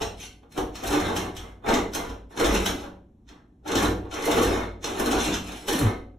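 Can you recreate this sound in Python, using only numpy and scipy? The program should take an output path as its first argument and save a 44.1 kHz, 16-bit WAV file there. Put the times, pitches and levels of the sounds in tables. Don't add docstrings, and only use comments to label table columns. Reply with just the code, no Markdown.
import sys
import numpy as np
from scipy import signal
from scipy.fft import rfft, irfft
from scipy.io import wavfile
from scipy.ndimage import uniform_filter1d

SR = 44100
rng = np.random.default_rng(int(sys.argv[2]) if len(sys.argv) > 2 else 0)


def digitize_waveform(pressure):
    field = np.atleast_2d(pressure).T
    bounded = np.clip(field, -1, 1)
    quanta = np.round(bounded * 32767).astype(np.int16)
    wavfile.write(sys.argv[1], SR, quanta)


N = 272929
TIME_S = np.arange(N) / SR
RING_S = np.arange(SR) / SR

# [start_s, hard_rap_db, dull_pad_thud_db]
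KNOCKS = [(0.01, -17, -21.5), (0.429, -42.5, -44), (0.576, -13, -20.5), (0.834, -17.5, -30),
          (0.907, -23.5, -18.5), (0.931, -16.5, -26), (1.001, -22.5, -31.5), (1.082, -16, -35.5),
          (1.164, -18.5, -39), (1.24, -30, -34.5), (1.644, -21, -30), (1.672, -20.5, -29),
          (1.697, -18, -12), (1.737, -22, -46), (1.771, -18, -41.5), (1.784, -26.5, -25),
          (1.949, -22.5, -41.5), (1.996, -25.5, -39.5), (2.068, -32.5, -32.5), (2.1, -28.5, -32),
          (2.335, -42, -49), (2.376, -21, -23.5), (2.417, -31.5, -19), (2.454, -17, -21.5),
          (2.491, -35, -15), (2.523, -20, -18), (2.562, -19.5, -18), (2.689, -21.5, -33.5),
          (2.839, -26, -28), (3.298, -38, -60), (3.662, -21.5, -37), (3.682, -28.5, -40), (3.718, -17, -27),
          (3.755, -15.5, -14), (3.832, -12, -20), (3.854, -21.5, -31.5), (4, -39.5, -28), (4.052, -32, -40),
          (4.276, -14, -22), (4.323, -15, -32), (4.381, -11.5, -24.5), (4.435, -16, -13),
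          (4.507, -18, -15.5), (4.563, -23, -33), (4.842, -24.5, -25), (4.997, -14.5, -22.5),
          (5.07, -12.5, -38.5), (5.125, -27, -14.5), (5.184, -21, -19.5), (5.29, -31, -12.5),
          (5.49, -27.5, -38), (5.525, -33, -45), (5.686, -22.5, -20), (5.745, -25, -22), (5.82, -29, -37),
          (5.9, -35, -20.5)]
# [start_s, clack_db, metallic_snap_db]
CLACKS = [(0.0162, -23, -40.5), (0.521, -45, -54.5), (0.576, -29.5, -38.5), (0.754, -31, -45.5),
          (.8357, -31.5, -41), (0.874, -29.5, -35), (0.924, -27.5, -35.5), (0.934, -29.5, -46.5),
          (1, -28.5, -41), (1.084, -36, -60), (1.163, -21, -32.5), (1.35, -46.5, -57.5),
          (1.365, -31.5, -44.5), (1.687, -22.5, -43), (1.738, -19, -36.5), (1.934, -28, -44),
          (1.948, -22.5, -30.5), (2.091, -38.5, -57), (2.374, -30.5, -53.5), (2.3986, -22.5, -34),
          (2.4433, -19, -35.5), (2.459, -25, -34), (2.5474, -21.5, -38), (2.659, -16.5, -29),
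          (2.84, -47, -68), (3.288, -44, -73), (3.677, -29, -44.5), (3.717, -26, -42),
          (3.7536, -19.5, -33.5), (3.773, -21, -36), (3.8249, -23.5, -32), (3.855, -38, -42),
          (4.11, -38.5, -61.5), (4.1383, -29.5, -48), (4.2232, -31, -49), (4.2549, -25, -30.5),
          (4.3128, -20.5, -32), (4.375, -29, -35), (4.4276, -25, -31.5), (4.842, -22.5, -42),
          (4.996, -27, -32), (5.0587, -24.5, -32.5), (5.112, -20.5, -33), (5.202, -26.5, -46),
          (5.249, -25, -51), (5.3395, -19.5, -64), (5.519, -36, -50), (5.683, -18, -29),
          (5.7284, -25.5, -30.5), (5.79, -29, -29)]
# [start_s, slab_sway_db, skin_boom_db]
SHOVES = [(0.011, -39, -34.5), (0.576, -36, -40), (0.839, -26, -38.5), (1.004, -36, -28),
          (1.079, -52, -35.5), (1.164, -48, -29.5), (1.371, -33, -45.5), (1.771, -40, -35),
          (2.068, -31.5, -38.5), (2.454, -17, -32.5), (2.518, -23, -32.5), (2.659, -29, -35),
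          (3.756, -49, -27.5), (3.829, -22, -24.5), (3.997, -30, -40.5), (4.427, -20, -29),
          (4.505, -47, -27.5), (4.579, -45, -44), (5.127, -27, -42), (5.196, -24, -43), (5.299, -35, -38),
          (5.429, -41, -52), (5.789, -25.5, -27.5), (5.901, -39, -42)]
# [start_s, length_s, crest_share_of_length, wood_drag_db, claw_bite_db]
STROKES = [(0.166, 0.11, 0.5, -39.5, -22.5), (0.529, 0.078, 0.26, -57, -36),
           (0.745, 0.24, 0.85, -33, -27.5), (0.841, 0.17, 0.78, -22, -25.5),
           (0.99, 0.18, 0.28, -22.5, -24.5), (1.16, 0.13, 0.24, -24.5, -27.5),
           (1.359, 0.17, 0.12, -36.5, -44), (1.656, 0.15, 0.31, -16, -21), (1.94, 0.077, 0.15, -23.5, -42),
           (1.981, 0.14, 0.49, -31, -35), (2.288, 0.09, 0.9, -37, -37.5), (2.36, 0.14, 0.42, -18.5, -23.5),
           (2.472, 0.2, 0.2, -19.5, -19), (2.649, 0.074, 0.46, -23.5, -24), (2.75, 0.091, 0.62, -35.5, -31),
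           (3.294, .12, 0.67, -47.5, -65), (3.676, 0.19, 0.94, -19.5, -25.5), (3.78, 0.15, 0.41, -25, -25),
           (4.106, 0.138, 1, -22.5, -23), (4.231, 0.17, 0.77, -19, -18), (4.36, 0.19, 0.27, -20, -17.5),
           (4.501, 0.17, 0.43, -24, -26.5), (4.849, 0.17, 0.13, -24, -22.5),
           (4.963, 0.21, 0.29, -26.5, -25.5), (5.11, 0.21, 0.43, -22, -18), (5.215, 0.17, 0.64, -32, -19),
           (5.434, 0.24, 0.14, -33.5, -26.5), (5.689, 0.23, 0.33, -19.5, -21),
           (5.82, 0.087, 0.39, -38, -50)]
# [start_s, length_s, pitch_hz, level_db]
BRIEF_TONES = [(.005, 0.028, 3080, -51), (0.202, 0.069, 3070, -46), (.865, 0.027, 6000, -39),
               (.92, 0.025, 5760, -33.5), (1.035, 0.071, 3700, -37), (1.366, 0.042, 3365, -42.5),
               (1.755, 0.029, 1156, -28), (2.538, 0.047, 2700, -29.5), (3.845, 0.022, 3980, -32),
               (4.155, 0.051, 2550, -41), (4.391, 0.04, 1107, -27), (5.008, 0.032, 1058, -30.5),
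               (5.057, 0.023, 4120, -36), (5.2, 0.032, 6300, -31), (5.732, 0.027, 3170, -33.5)]
# [start_s, length_s, pitch_hz, level_db]
RUBS = [(.915, 0.08, 406.6, -28.5), (1.68, 0.047, 412, -19.5), (2.385, 0.064, 441.4, -22.5),
        (2.50, 0.087, 210, -27), (2.53, 0.081, 382, -26.5), (2.67, 0.055, 353.5, -29),
        (3.705, 0.07, 440, -23.5), (3.80, 0.071, 192.8, -23), (3.87, 0.078, 403, -26),
        (4.14, 0.11, 437.6, -31.5), (4.255, 0.051, 451, -20.5), (4.36, .10, 457, -22),
        (4.485, 0.07, 204, -29.5), (4.835, 0.053, 401.6, -30), (5.11, 0.081, 360, -28.5),
        (5.26, 0.04, 321, -23), (5.68, 0.054, 422, -27.5)]
# [time_s, slip_rate_hz, level_db]
SKID = [(5.68, 466, -27.5), (5.725, 340, -26.5), (5.757, 265, -22), (5.783, 267, -34), (5.815, 290, -21.5),
        (5.845, 234, -25), (5.87, 250, -39)]
# [time_s, pitch_hz, level_db]
SHUDDER = [(5.803, 175, -31), (5.832, 135, -24), (5.85, 113, -16), (5.876, 108, -16.5), (5.92, 102, -30)]

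# [mode_hz, level_db, t60_s]
SLAB_MODES = [(33.1, -3, 0.32), (45.6, 3, 0.34), (51.3, 10.5, 1), (59.9, 3, 0.88)]
# [mode_hz, level_db, t60_s]
SKIN_MODES = [(84.5, -1.5, 0.39), (91.85, 0, 0.97), (111.7, -6.5, 0.81), (184.65, -2, 0.74)]
# [mode_hz, level_db, t60_s]
PANEL_MODES = [(187.9, -4.5, 1), (235.5, -3, 0.69), (274.5, -7.5, 0.77), (330, -6.5, 0.27), (389, 3.5, 0.4),
               (442.5, 0.5, 0.4), (461.8, 3, 0.49), (567, -9.5, 0.74), (603, -10, 0.38), (736, -9, 0.83),
               (905, -6, 0.34), (1085, -5.5, 0.28), (1243, -9.5, 0.3), (1440, -13.5, 0.15)]
# [partial_hz, level_db]
SPRING_PARTIALS = [(8441, 0), (9130, -5), (10998, -11), (12575, -1), (13954, -9), (15332, -8)]

# [freq_hz, density_db_per_hz]
WOOD_COLOUR = [(40, -8.5), (130, -15.5), (200, -9.5), (300, 1.5), (400, -2), (520, -3.5), (700, -4.5),
               (1100, -8), (1500, -10.5), (2100, -23), (3500, -23.5), (6000, -38.5), (15000, -48.5)]
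# [freq_hz, density_db_per_hz]
PAD_COLOUR = [(40, -5.5), (150, -16.5), (240, 0), (330, 1.5), (460, 2), (600, -11.5), (900, -16),
              (1500, -28), (4000, -45), (15000, -71.5)]
# [freq_hz, density_db_per_hz]
CLAW_COLOUR = [(200, -27.5), (1000, -5.5), (2200, -6), (3800, -1), (5800, -3.5), (7500, -7), (11000, -7.5),
               (15000, -18.5)]
# [freq_hz, density_db_per_hz]
LATCH_COLOUR = [(200, -1.5), (1000, 3), (2200, 0.5), (3000, 5), (4000, 3), (5800, 4), (7500, -4.5),
                (11000, -20), (15000, -29.5)]
# [freq_hz, density_db_per_hz]
SNAP_COLOUR = [(2000, -41), (5500, -10.5), (7500, 2.5), (10000, 7), (12000, 3.5), (15000, -5.5)]
# [freq_hz, density_db_per_hz]
HUSH_COLOUR = [(25, -16.5), (55, 6.5), (90, -3.5), (180, -3.5), (260, -1.5), (400, -15), (550, -25),
               (800, -23.5), (1300, -37), (2000, -43.5), (6000, -48.5), (11000, -51), (15000, -65)]

# [freq_hz, t60_s]
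ROOM_T60 = [(60, 0.96), (200, 0.6), (450, 0.53), (1100, 0.38), (3000, 0.37), (7500, 0.29), (15000, 0.29)]
# [freq_hz, correlation]
STEREO_LIKENESS = [(60, 1), (180, .99), (350, 0.96), (600, 0.31), (1400, 0.33), (3000, 0.57), (6000, 0.74),
                   (8500, 0.1), (14000, 1)]
# [centre_hz, width_hz, depth_db]
MIC_DIPS = [(4740, 318, 17.5), (8190, 130, 12.5), (8880, 236, 17), (10260, 212, 22), (11900, 61, 16),
            (14040, 200, 12.5)]

LAND_S, SWELL_DB, EASE_DB, LIFT_S = 0.0075, 4.5, 9, 0.022
KNOCK_SWAY_DB, KNOCK_BOOM_DB = -22.5, -31.5
EARLY_DB, EARLY_S = 5.5, 0.0016
SPRING_DB = -17.5
EDGE_HZ = 15600


def amp(db):
    return 10 ** (np.asarray(db) / 20)


def read(points, freq_hz):
    point_hz, value = np.transpose(points)
    return np.interp(np.log(freq_hz + 1), np.log(point_hz), value)


def unit(x):
    return x / np.sqrt(np.mean(np.sum(x ** 2, -1)))


def add(mix, start_s, sound):
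    part = mix[max(round(start_s * SR), 0):][:len(sound)]
    part += sound[:len(part)]


def through(force, response):
    return signal.fftconvolve(force[None], np.atleast_2d(response), axes=1)[:, :N]


def paired(x, colour):
    freq_hz = np.fft.rfftfreq(x.shape[1], 1 / SR)
    likeness = np.clip(read(STEREO_LIKENESS, freq_hz), -1, 1)
    mid, side = rfft(x) * np.sqrt([1 + likeness, 1 - likeness]) * amp(read(colour, freq_hz))
    return irfft([mid + side, mid - side], x.shape[1])


def room(colour, direct=0.16):
    noise = rng.standard_normal((2, SR))
    freq_hz, frame_s, bins = signal.stft(noise, SR, nperseg=256)
    decay = amp(-60 * frame_s / read(ROOM_T60, freq_hz)[:, None])
    tail = signal.istft(bins * decay, SR, nperseg=256)[1][:, :SR]
    tail = unit(tail * amp(EARLY_DB * np.exp(-RING_S / EARLY_S)))
    tail[0, 0] += direct
    lead = 64
    return unit(paired(np.pad(tail, ((0, 0), (lead, SR))), colour)[:, :SR])


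def spots(force, colour, direct, half_turns_per_s=5.3, count=4):
    out = 0
    for k in range(count):
        share = np.cos(np.pi * (half_turns_per_s * TIME_S + k / count)) * np.sqrt(2 / count)
        out = out + through(force * share, room(colour, direct))
    return out


def modes(rows):
    ring = np.zeros(SR)
    for k, (mode_hz, level_db, t60_s) in enumerate(rows):
        decay = amp(level_db - 60 * RING_S / t60_s)
        ring += (-1) ** k * decay * np.sin(2 * np.pi * mode_hz * RING_S)
    return unit(ring)


def blows(starts_s, levels_db, chatter, settle_s, touch_db=-12, touch_s=.007):
    force, lead = np.zeros(N), SR // 20
    t_s = np.arange(-lead, 2 * lead) / SR
    touch = amp(touch_db) * np.exp(-abs(t_s) / touch_s)
    shape = np.where(t_s < 0, touch, np.exp(-abs(t_s) / settle_s))
    for start_s, level_db in zip(starts_s, levels_db):
        hit = chatter * unit(rng.standard_normal(len(t_s)) ** 3 * shape)
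        hit[lead] += 1
        cut = max(lead - round(start_s * SR), 0)
        add(force, start_s + t_s[0], amp(level_db) * unit(hit)[cut:])
    return force


def slips(per_s, spread_db, clump_db, clump_hz):
    knots_s = np.arange(0, TIME_S[-1] + 1, 1 / clump_hz)
    clumps = np.interp(TIME_S, knots_s, rng.standard_normal(N)[:len(knots_s)])
    uneven_db = spread_db * np.minimum(rng.exponential(1, N), 2)
    size = amp(uneven_db + clump_db * np.clip(clumps, -2, 1))
    happens = rng.random(N) < per_s / SR
    return np.sqrt(N) * unit(size * rng.choice([-1, 1], N) * happens)


def rough_tones(rows, jitter, smooth_samples):
    out = np.zeros(N)
    for start_s, length_s, pitch_hz, level_db in rows:
        t_s = np.arange(0, length_s, 1 / SR)
        wobble = uniform_filter1d(rng.standard_normal(SR), size=smooth_samples)
        wobble = np.sqrt(SR) * unit(wobble)[:len(t_s)]
        phase = 2 * np.pi * np.cumsum(pitch_hz * (1 + jitter * wobble)) / SR
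        add(out, start_s, amp(level_db) * np.sin(np.pi * t_s / length_s) * np.sin(phase))
    return out


def hush():
    noise = rng.standard_normal((2, N))
    return amp(-55.0) * np.sqrt(N) * unit(paired(noise, HUSH_COLOUR))


def brief_tones():
    out = rough_tones(BRIEF_TONES, jitter=.075, smooth_samples=30)
    return amp(-0.5) * out + amp(-6.5) * through(out, room(LATCH_COLOUR))


def door(drag):
    start_s, rap_db, thud_db = np.transpose(KNOCKS)
    raps = blows(start_s, rap_db, chatter=2.7, settle_s=0.018, touch_db=-3.0, touch_s=0.0092)
    thuds = blows(start_s, thud_db, chatter=1.34, settle_s=0.018, touch_db=-1.5, touch_s=0.019)
    push = blows(start_s, rap_db, chatter=0.054, settle_s=.02)
    hard, soft = drag + amp(21.0) * raps, amp(18.5) * thuds

    start_s, sway_db, boom_db = np.transpose(SHOVES)
    sway = amp(KNOCK_SWAY_DB) * push + blows(start_s, sway_db, chatter=.05, settle_s=.02)
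    boom = amp(KNOCK_BOOM_DB) * push + blows(start_s, boom_db, chatter=0.041, settle_s=.02)
    boom = amp(-14.0) * drag + amp(29.5) * boom

    panels = spots(hard, WOOD_COLOUR, direct=0.38, half_turns_per_s=6.1)
    panels += spots(soft, PAD_COLOUR, direct=0.41, half_turns_per_s=4.3)
    panels = panels + amp(-8.5) * through(hard + soft, modes(PANEL_MODES))
    slab = through(amp(28) * sway, modes(SLAB_MODES))
    return panels + slab + through(boom, modes(SKIN_MODES))


def latch():
    start_s, clack_db, snap_db = np.transpose(CLACKS)
    clacks = blows(start_s, clack_db, chatter=1.75, settle_s=0.0054, touch_db=-6, touch_s=0.009)
    snaps = blows(start_s, snap_db, chatter=2.2, settle_s=0.0057, touch_db=-5, touch_s=0.0095)
    clacks, snaps = amp(24) * clacks, amp(26.5) * snaps
    ring = modes([(partial_hz, level_db, .36) for partial_hz, level_db in SPRING_PARTIALS])
    spring = amp(SPRING_DB) * through(clacks, [np.roll(ring, 1), ring])
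    metal = spots(clacks, LATCH_COLOUR, direct=0.29) + spots(snaps, SNAP_COLOUR, direct=0.27)
    return metal + spring


def stroke(length_s, crest_share):
    t_s = np.arange(0, length_s, 1 / SR)
    crest_s = np.clip(crest_share, .02, .98) * length_s
    press_db = np.interp(t_s, [0, crest_s, length_s], [-SWELL_DB, 0, -EASE_DB])
    return amp(press_db) * np.minimum(t_s / LAND_S, 1) * np.minimum((length_s - t_s) / LIFT_S, 1)


def catches(force, low_hz, high_hz, clump_db, count=40):
    t_s, out = RING_S[:SR // 20], np.zeros(N)
    cycles = 12
    for pitch_hz in np.geomspace(low_hz, high_hz, count) * rng.uniform(0.94, 1.05, count):
        ring = unit(np.sin(2 * np.pi * pitch_hz * t_s) * np.exp(-t_s * pitch_hz / cycles))
        jerks = slips(per_s=200, spread_db=5.5, clump_db=clump_db, clump_hz=49.96)
        out += signal.oaconvolve(force * jerks, ring)[:N]
    return out / np.sqrt(count)


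def scratching():
    drag, bite = np.zeros(N), np.zeros(N)
    for start_s, length_s, crest_share, drag_db, bite_db in STROKES:
        pressure = stroke(length_s, crest_share)
        add(drag, start_s, amp(drag_db) * pressure)
        add(bite, start_s, amp(bite_db) * pressure)
    jerks = slips(per_s=330, spread_db=5, clump_db=5, clump_hz=70)
    ticks = slips(per_s=260, spread_db=6, clump_db=6, clump_hz=55)
    chatter = catches(bite, low_hz=2188, high_hz=11110, clump_db=11.5)
    rasp = amp(-20.5) * (bite * ticks + chatter)
    grate = amp(-14.5) * catches(drag, low_hz=698.6, high_hz=2289, clump_db=13.5, count=16)
    return amp(-7.0) * drag * jerks, rasp + grate


def rubs():
    out = rough_tones(RUBS, jitter=.22, smooth_samples=70)
    return amp(-3) * out + amp(-20) * through(out, room(PAD_COLOUR))


def judder(curve, jitter, lumps_db, rolloff, count=7):
    point_s, rate_hz, level_db = np.transpose(curve)
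    noise = uniform_filter1d(rng.standard_normal((2, N)), size=150)
    wobble, lumps = np.sqrt(N) * unit(noise)
    jittered_hz = np.interp(TIME_S, point_s, rate_hz) * (1 + jitter * wobble)
    phase = 2 * np.pi * np.cumsum(jittered_hz) / SR
    wave = sum(np.sin(k * phase) / k ** rolloff for k in range(1, count))
    gate = uniform_filter1d(1. * (TIME_S > point_s[0]) * (TIME_S < point_s[-1]), size=400)
    return wave * gate * amp(np.interp(TIME_S, point_s, level_db) + lumps_db * np.clip(lumps, -2, 1))


def skid():
    groan = judder(SKID, jitter=0.139, lumps_db=4, rolloff=2.25)
    thump = judder(SHUDDER, jitter=.05, lumps_db=1, rolloff=2.5)
    return groan + thump + amp(-21) * through(groan + amp(-6) * thump, room(WOOD_COLOUR))


def scene():
    drag, bite = scratching()
    claws = spots(bite, CLAW_COLOUR, direct=0.32)
    return hush() + brief_tones() + door(drag) + latch() + claws + rubs() + skid()


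def record(dry):
    freq_hz = np.fft.rfftfreq(2 * N, 1 / SR)
    colour_db = -sum(depth_db * np.exp(-((freq_hz - centre_hz) / width_hz) ** 2)
                     for centre_hz, width_hz, depth_db in MIC_DIPS)
    heard = irfft(rfft(dry, 2 * N) * amp(colour_db))[:, :N]
    lowpass = signal.firwin(511, EDGE_HZ, window=("kaiser", 9), fs=SR)
    return signal.oaconvolve(heard, lowpass[None], "same")


dry = scene()
out = record(dry)
digitize_waveform(out)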